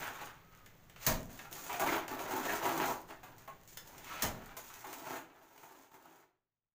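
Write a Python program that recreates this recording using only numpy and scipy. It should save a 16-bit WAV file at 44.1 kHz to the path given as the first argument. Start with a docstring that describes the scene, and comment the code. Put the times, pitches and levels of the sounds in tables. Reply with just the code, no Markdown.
"""In a small bare room, a plasterer scoops wet mortar from a plastic bucket and flings it twice at a wall.
The steel trowel grinds through sand, chatters and knocks the bucket, which rings. Each load swishes
through the air and hits the blocks with a slap and a thud, and crumbs tick down. The walls echo,
a low rumble lies underneath, and the microphone makes the highest sounds brighter."""
import sys
import numpy as np
from scipy import signal
from scipy.fft import rfft, irfft
from scipy.io import wavfile

SR = 44100
rng = np.random.default_rng(int(sys.argv[2]) if len(sys.argv) > 2 else 0)


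def inscribe(sig):
    """Save sig as 16-bit PCM at rate SR to the path in sys.argv[1].

    A 1-D sig is mono; a 2-D sig holds one channel per row.
    Samples are clipped to [-1, 1] before scaling.
    """
    pcm = np.round(np.clip(np.atleast_2d(sig).T, -1, 1) * 32767)
    wavfile.write(sys.argv[1], SR, pcm.astype(np.int16))


N = 297234
TIME = np.arange(N) / SR

# Table levels are set before mixing. A "t60" is the time in seconds a sound takes to fade by 60 dB.
# loads thrown at the wall:
# (landing time [s], slap [dB], thud [dB], swing length [s], swish [dB], sliding mortar [dB])
THROWS = [(1.065, -24.5, -31.5, 0.046, -45, -51.5), (4.2218, -27.5, -36, 0.14, -42, -59.5)]
# the blade hits the bucket or stabs the mortar; the spot it meets sets the note:
# (time [s], level [dB], gritty edge [dB], note [Hz])
KNOCKS = [(0.213, -38, -93, 831), (1.694, -31, -56, 963), (1.739, -32, -61, 705), (1.796, -29, -40, 780),
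          (1.862, -26.5, -52, 927), (1.889, -31, -59, 1280), (2.31, -36.5, -48.5, 783),
          (2.361, -32.5, -48.5, 895), (2.654, -26, -45, 961), (3.231, -42, -60, 736),
          (3.476, -40, -63, 1085), (4.567, -40.5, -46, 1018), (4.841, -39.5, -58, 845),
          (5.157, -37.5, -52.5, 836), (5.63, -48, -63.5, 894), (5.94, -53, -68, 924),
          (6.053, -53, -74, 1286)]
# tone colours of hissing sand, a soft swish and a dull knock: (frequency [Hz], level [dB])
SAND_TONE = [(600, -6), (2000, 2.5), (4000, 0.5), (7000, 3), (10000, -1), (15500, -9)]
SWISH_TONE = [(200, -19), (600, -6), (1000, -5.5), (1350, -5), (2200, -3), (3500, -10.5), (7000, -24),
              (15000, -40)]
KNOCK_TONE = [(90, -28), (350, -4), (900, 1.5), (1500, -2), (2500, -6.5), (4000, -14.5), (10000, -37)]


def scooping():
    """The blade catches and slips over sand: it churns the mortar, rasps and hisses."""
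    # tone colours of wet mortar and of the scraping blade: (frequency [Hz], level [dB])
    sludge_tone = [(40, -48.5), (130, -9.5), (205, -12.5), (300, 0), (470, -0.5), (800, 3.5), (1100, -2.5),
                   (1800, -11), (3500, -35), (9000, -56)]
    rasp_tone = [(400, -17.5), (900, -2.5), (1400, 0.5), (1900, -3), (2500, -7), (3300, -11.5),
                 (5000, -20.5), (12000, -48.5)]
    slips = judder(per_s=51, depth_db=4.5)
    churning, grating = (slips * grains(per_s=1800, spread_db=3.5) for _ in range(2))
    sludge = tint(strokes("pressure", release_s=0.04) * churning, sludge_tone)
    rasp = tint(strokes("rasp", release_s=0.051) * grating, rasp_tone)
    # wet sand parts in clumps, so its crackle comes and goes faster than the strokes
    crackle = judder(per_s=80, depth_db=2.6) * grains(per_s=2800, spread_db=4)
    sand = tint(strokes("grinding", release_s=0.025) * crackle, SAND_TONE)
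    return gain_of(-5) * sludge + gain_of(-2.5) * sand + gain_of(-1) * rasp


def strokes(part, release_s):
    """Loudness of one part of the scraping: each stroke bites, eases slightly and lets go."""
    # trowel strokes: (start [s], length [s], pressure on the bucket [dB], grinding [dB], rasp [dB])
    trowel_strokes = [(-.03, 0.098, -46, -48.5, -42.5), (0.08, .18, -57.5, -57, -45.5),
                      (0.507, 0.021, -75, -79, -57.5), (1.282, 0.17, -59.5, -57, -56.5),
                      (1.5, 0.27, -53, -49.5, -56), (1.793, 0.051, -35, -56, -43.5),
                      (1.857, 0.11, -35.5, -48, -39.5), (2.073, 0.074, -40, -59.5, -48),
                      (2.176, 0.077, -41, -53, -51), (2.273, 0.18, -38.5, -51, -44),
                      (2.423, 0.15, -37.5, -45, -40.5), (2.611, 0.13, -36.5, -49, -43),
                      (2.759, 0.081, -33, -46.5, -37.5), (2.839, 0.064, -34.5, -44.5, -57.5),
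                      (3.072, 0.032, -51.5, -56, -55), (3.242, 0.062, -55, -77, -60.5),
                      (3.36, 0.065, -62, -66.5, -64), (3.669, 0.074, -73.5, -56.5, -81),
                      (3.844, 0.24, -57, -60.5, -64), (4.33, 0.21, -57, -70, -58),
                      (4.622, 0.2, -60, -54, -55.5), (4.853, 0.27, -49.5, -55.5, -55.5),
                      (5.05, 0.098, -45.5, -56.5, -47), (5.234, 0.18, -63.5, -77, -67.5),
                      (5.405, 0.2, -61, -70.5, -66), (5.546, 0.31, -60.5, -65.5, -66),
                      (5.902, 0.061, -56.5, -68.5, -71), (5.991, .22, -62.5, -70.5, -67)]
    bite_s, ease_db = 0.019, 0.5
    gain = np.zeros(N)
    for start, length, pressure, grinding, rasp in trowel_strokes:
        db = {"pressure": pressure, "grinding": grinding, "rasp": rasp}[part]
        t = np.maximum(TIME - start, 0)
        bite = np.minimum(t / bite_s, 1)
        hold = gain_of(db - ease_db * (np.minimum(t / length, 1) - 0.5))
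        release = np.exp(-np.maximum(t - length, 0) / release_s)
        gain = np.hypot(gain, bite * hold * release)
    return gain


def slapping():
    """The load cracks on the wall, sprays drops and thumps the blocks; returns (slap, thud)."""
    # tone colours of the sharp slap and the deep thud: (frequency [Hz], level [dB])
    slap_tone = [(100, 2), (400, 7.5), (900, -11), (1800, 11), (2700, 2.5), (4200, 9.5), (6000, 8.5),
                 (9000, 7.5), (15500, -1.5)]
    thud_tone = [(12, -11.5), (27, 6.5), (45, -10), (95, -1.5), (160, -5), (260, -5.5), (350, -17.5),
                 (700, -12), (2000, -51.5)]
    # notes of the struck wall: (pitch [Hz], level [dB], t60 [s])
    wall_notes = [(127, 0, 0.31), (171, -13, 0.23), (224, -7.5, 0.79), (264, -8.5, 0.61), (616, -8.5, 0.42),
                  (637, -1.5, 0.49), (1185, -9, 0.27)]
    times, slap_db, thud_db, *_ = np.transpose(THROWS)
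    crack = bursts(times, slap_db, rise_s=0.0003, t60=0.1) * grains(per_s=8300, spread_db=-3.5)
    spray = bursts(times, slap_db, rise_s=0.012, t60=0.5) * grains(per_s=1100, spread_db=12.5)
    squelch = bursts(times, slap_db, rise_s=0.0053, t60=0.24) * rng.standard_normal(N)
    thump = bursts(times, thud_db, rise_s=0.0082, t60=0.74) * rng.standard_normal(N)
    t, wall = TIME[:SR], np.zeros(N)
    swell = 1 - np.exp(-t / 0.0082)
    for start, db in zip(times, thud_db):
        ring = sum(gain_of(note_db - 60 * t / t60) * np.sin(2 * np.pi * (hz * t + rng.random()))
                   for hz, note_db, t60 in wall_notes)
        add(wall, start, gain_of(db) * ring * swell)
    splash = gain_of(-20.5) * tint(spray, SAND_TONE) + gain_of(-4) * tint(squelch, KNOCK_TONE)
    slap = tint(crack, slap_tone) + splash
    thud = gain_of(-1) * tint(thump, thud_tone) + gain_of(-2.5) * wall
    return slap, thud


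def swinging():
    """Sleeve and trowel swish while the load slides off the blade, growing until it lands."""
    steepness = 8.5  # how abruptly the arm gathers speed
    swish, slide = np.zeros(N), np.zeros(N)
    for landing, _, _, length, swish_db, slide_db in THROWS:
        to_go = (landing - TIME) / length
        speed = (to_go > 0) / np.sqrt(1 + abs(to_go) ** steepness)
        swish += gain_of(swish_db) * speed
        slide += gain_of(slide_db) * speed
    swish *= rng.standard_normal(N)
    slide *= judder(per_s=80, depth_db=2) * grains(per_s=8000, spread_db=3.5)
    return gain_of(-4) * tint(swish, SWISH_TONE) + gain_of(3) * tint(slide, SAND_TONE)


def bucket():
    """Scraping and knocks make the bucket's wall and the air inside it ring."""
    # notes of the bucket; wider ones die sooner: (pitch [Hz], width [Hz], level [dB])
    bucket_notes = [(122, 17, -10), (165.8, 18, -6.5), (277.8, 34, 0), (331, 8.2, 7.5), (374, 13, 6),
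                    (392.5, 7.7, -5.5), (687, 50, -3), (789, 55, -1.5), (876, 54, 1), (946, 14, -1),
                    (1283, 40, -4.5)]
    times, knock_db, *_ = np.transpose(KNOCKS)
    scrapes = gain_of(-2.24) * strokes("pressure", release_s=0.04)
    blows = gain_of(-8.5) * bursts(times, knock_db, rise_s=0.00065, t60=0.046)
    force = (scrapes + blows) * judder(per_s=60, depth_db=2.5) * grains(per_s=1200, spread_db=2)
    t = TIME[:SR // 2]
    ring = sum(gain_of(db) * width * np.exp(-np.pi * width * t) * np.cos(2 * np.pi * hz * t)
               for hz, width, db in bucket_notes)
    return signal.oaconvolve(force, ring / np.linalg.norm(ring))[:N]


def knocking():
    """Steel meets the bucket, muffled by mortar, and crushes a few grains."""
    times, db, edge_db, _ = np.transpose(KNOCKS)
    crush = grains(per_s=12000, spread_db=1.5)
    body = bursts(times, db, rise_s=0.001, t60=0.12) * crush
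    edge = bursts(times, edge_db, rise_s=0.001, t60=0.14) * crush
    return gain_of(-3.5) * tint(body, KNOCK_TONE) + gain_of(4) * tint(edge, SAND_TONE)


def knock_notes():
    """Each knock leaves the struck patch of plastic ringing briefly."""
    out, t = np.zeros(N), TIME[:SR // 2]
    swell, t60 = 1 - np.exp(-t / 0.002), 0.15
    for start, db, _, hz in KNOCKS:
        add(out, start, gain_of(db - 60 * t / t60) * swell * np.sin(2 * np.pi * hz * t))
    return gain_of(-3) * out


def chattering():
    """Gritty mortar sticks and slips on the blade, making it buzz on one note for a moment."""
    # buzzes of the blade: (start [s], length [s], pitch [Hz], level [dB])
    chatters = [(1.88, 0.025, 2050, -35), (2.479, 0.042, 1760, -33), (2.865, 0.065, 957, -36.5),
                (4.089, 0.074, 1290, -42)]
    out, width_hz = np.zeros(N), 110
    for start, length, hz, db in chatters:
        t = TIME[:int(length * SR)]
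        ring = np.exp(-np.pi * width_hz * t) * np.sin(2 * np.pi * hz * t)
        buzz = signal.fftconvolve(rng.standard_normal(2 * len(t) - 1), ring, "valid")
        add(out, start, gain_of(db) * evened(buzz) * np.sin(np.pi * t / length))
    return out


def crumbs():
    """Small lumps smack with a snap, a short fizz and a dull body; stray sand patters between them."""
    # wet smacks and falling crumbs: (time [s], snap [dB], dull part [dB])
    smacks = [(0.661, -53.5, -48), (0.897, -56.5, -48.5), (0.961, -62.5, -43), (1.391, -53, -36.5),
              (1.527, -40.5, -55), (1.729, -39.5, -34.5), (2.08, -42, -35.5), (2.192, -47.5, -36.5),
              (2.643, -41, -44), (3.382, -54, -64), (3.676, -53.5, -71), (3.7721, -40, -42),
              (3.98, -47, -51), (4.044, -51, -48.5), (4.459, -52.5, -71), (4.929, -44, -40.5),
              (5.578, -57, -53)]
    times, db, dull_db = np.transpose(smacks)
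    snap = bursts(times, db, rise_s=0.0002, t60=0.012)
    fizz = gain_of(-3.5) * bursts(times, db, rise_s=0.0006, t60=0.055)
    tick = tint((snap + fizz) * rng.standard_normal(N), SAND_TONE)
    dull = tint(bursts(times, dull_db, rise_s=0.00024, t60=0.062) * rng.standard_normal(N), SWISH_TONE)
    falling = judder(per_s=12, depth_db=3) * grains(per_s=300, spread_db=4)
    patter = tint(background_level() * falling, SAND_TONE)
    return tick + gain_of(-3) * dull + gain_of(-21) * patter


def blade_tap(start_s=3.771, db=-53, t60=0.25, notes_hz=(3490, 5280)):
    """Tapped once, the bare steel rings on two high notes, soon stilled by the hand."""
    out, t = np.zeros(N), TIME[:SR // 2]
    ring = sum(np.sin(2 * np.pi * hz * t) for hz in notes_hz)
    add(out, start_s, gain_of(db - 60 * t / t60) * ring)
    return out


def squeaking(start_s=0.41, length_s=0.24, hz=1300, sag_hz_per_s=330, db=-63):
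    """One faint, thin squeak that wavers and sags in pitch."""
    out, t = np.zeros(N), TIME[:int(length_s * SR)]
    pitch = (hz - sag_hz_per_s * t) * judder(per_s=50, depth_db=0.1)[:len(t)]
    swell = np.sqrt(np.sin(np.pi * t / length_s))
    add(out, start_s, gain_of(db) * swell * np.sin(2 * np.pi * np.cumsum(pitch) / SR))
    return out


def room(x, echo_db, gap_s, paths=5, changes_per_s=18):
    """Direct sound plus echoes whose paths keep changing as the trowel and the worker move."""
    place = TIME * changes_per_s
    echoes = np.zeros(N)
    for k in range(paths):
        distance = abs((place - k) % paths - paths / 2)
        nearness = np.cos(np.pi / 2 * np.minimum(distance, 1))
        echoes += signal.oaconvolve(x * nearness, reflections(gap_s))[:N]
    echo_gain = gain_of(echo_db)
    return (x + echo_gain * echoes) / np.hypot(1, echo_gain)


def reflections(gap_s, per_s=4000):
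    """After a short gap, bare walls send back dense echoes; the high sounds die first."""
    # how long the room rings: (frequency [Hz], t60 [s])
    ring_times = [(100, 0.48), (400, 0.48), (1500, 0.31), (5000, 0.27), (15000, 0.22)]
    clicks = rng.choice([-1., 1.], SR) * (rng.random(SR) < per_s / SR) * (TIME[:SR] > gap_s)
    hz, when, spectrum = signal.stft(clicks, SR, nperseg=256)
    fade = gain_of(-60 * when / read(ring_times, hz)[:, None])
    _, tail = signal.istft(spectrum * fade, SR, nperseg=256)
    return tail / np.linalg.norm(tail)


def rumble():
    """A low, distant rumble."""
    # tone colour of the rumble: (frequency [Hz], level [dB])
    rumble_tone = [(25, 5), (60, -9), (110, 1.5), (165, -1.5), (230, -10), (700, -14), (2000, -18.5),
                   (10000, -39)]
    return gain_of(-5) * background_level() * tint(rng.standard_normal(N), rumble_tone)


def background_level(fade_from_s=4.35, fade_db_per_s=16):
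    """Loudness of the rumble and the stray sand: steady, then falling steadily in level."""
    return gain_of(-54 - fade_db_per_s * np.maximum(TIME - fade_from_s, 0))


def grains(per_s, spread_db):
    """Random clicks of uneven size; a positive spread makes a few stand out."""
    sizes = gain_of(spread_db * np.minimum(rng.exponential(1, N), 4))
    return evened(sizes * rng.choice([-1, 1], N) * (rng.random(N) < per_s / SR))


def judder(per_s, depth_db):
    """A multiplier that wobbles at random, like something catching and slipping."""
    hz = np.fft.rfftfreq(N, 1 / SR)
    slow_noise = irfft(rfft(rng.standard_normal(N)) / (1 + (hz / per_s) ** 4), N)
    return evened(gain_of(depth_db * evened(slow_noise)))


def bursts(times, dbs, rise_s, t60):
    """Loudness over time of blows that swell quickly and die away."""
    out, t = np.zeros(N), TIME[:SR]
    for start, db in zip(times, dbs):
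        add(out, start, gain_of(db - 60 * t / t60) * (1 - np.exp(-t / rise_s)))
    return out


def tint(x, tone):
    """Gives plain noise a tone colour while keeping its power."""
    power = np.mean(gain_of(read(tone, np.linspace(0, SR / 2, SR // 4))) ** 2)
    return colour(x, tone) / np.sqrt(power)


def colour(x, tone, size=8192):
    """Turns each frequency up or down, with a filter that rings only after a sound arrives."""
    hz = abs(np.fft.fftfreq(size, 1 / SR))
    log_gain = np.log(gain_of(read(tone, hz)))
    response = np.exp(np.conj(signal.hilbert(log_gain)))
    taps = np.fft.ifft(response).real[:size // 2]
    return signal.oaconvolve(x, taps)[:len(x)]


def read(table, hz):
    """Looks up frequencies in a table, gliding between its rows on a pitch scale."""
    row_hz, values = np.transpose(table)
    return np.interp(np.log(hz + 1), np.log(row_hz), values)


def add(mix, start_s, sound):
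    """Mixes a sound in at the given time."""
    part = mix[max(round(start_s * SR), 0):][:len(sound)]
    part += sound[:len(part)]


def gain_of(db):
    """Turns decibels into a multiplier."""
    return 10 ** (np.asarray(db) / 20)


def evened(x):
    """Scales a signal to an average power of 1."""
    return x / np.sqrt(np.mean(x ** 2) + 1e-20)


def scene():
    """Trowel, bucket and splatter echo in the room; the thud and rumble get no echo."""
    slap, thud = slapping()
    trowel = scooping() + chattering() + squeaking() + knocking() + swinging()
    work = room(trowel, echo_db=-0.5, gap_s=0.003)
    ringing = room(bucket() + knock_notes() + blade_tap(), echo_db=-9, gap_s=0.003)
    splatter = room(slap + crumbs(), echo_db=-2.5, gap_s=0.0054)
    return (work + ringing + splatter + thud + rumble())[None]


def record(dry):
    """The microphone boosts parts of the treble and cuts off the very top."""
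    # the microphone's peaks and dips: (frequency [Hz], boost [dB])
    microphone_tone = [(5400, -2), (6600, 4), (7400, 0), (8600, -3.5), (10500, -3), (13000, 4),
                       (14300, 11.5), (15300, 17)]
    bright = colour(dry[0], microphone_tone)
    top_cut = signal.firwin(1023, cutoff=15550, window=("kaiser", 8), fs=SR)
    return signal.oaconvolve(bright, top_cut, "same")[None]


dry = scene()
out = record(dry)
inscribe(out)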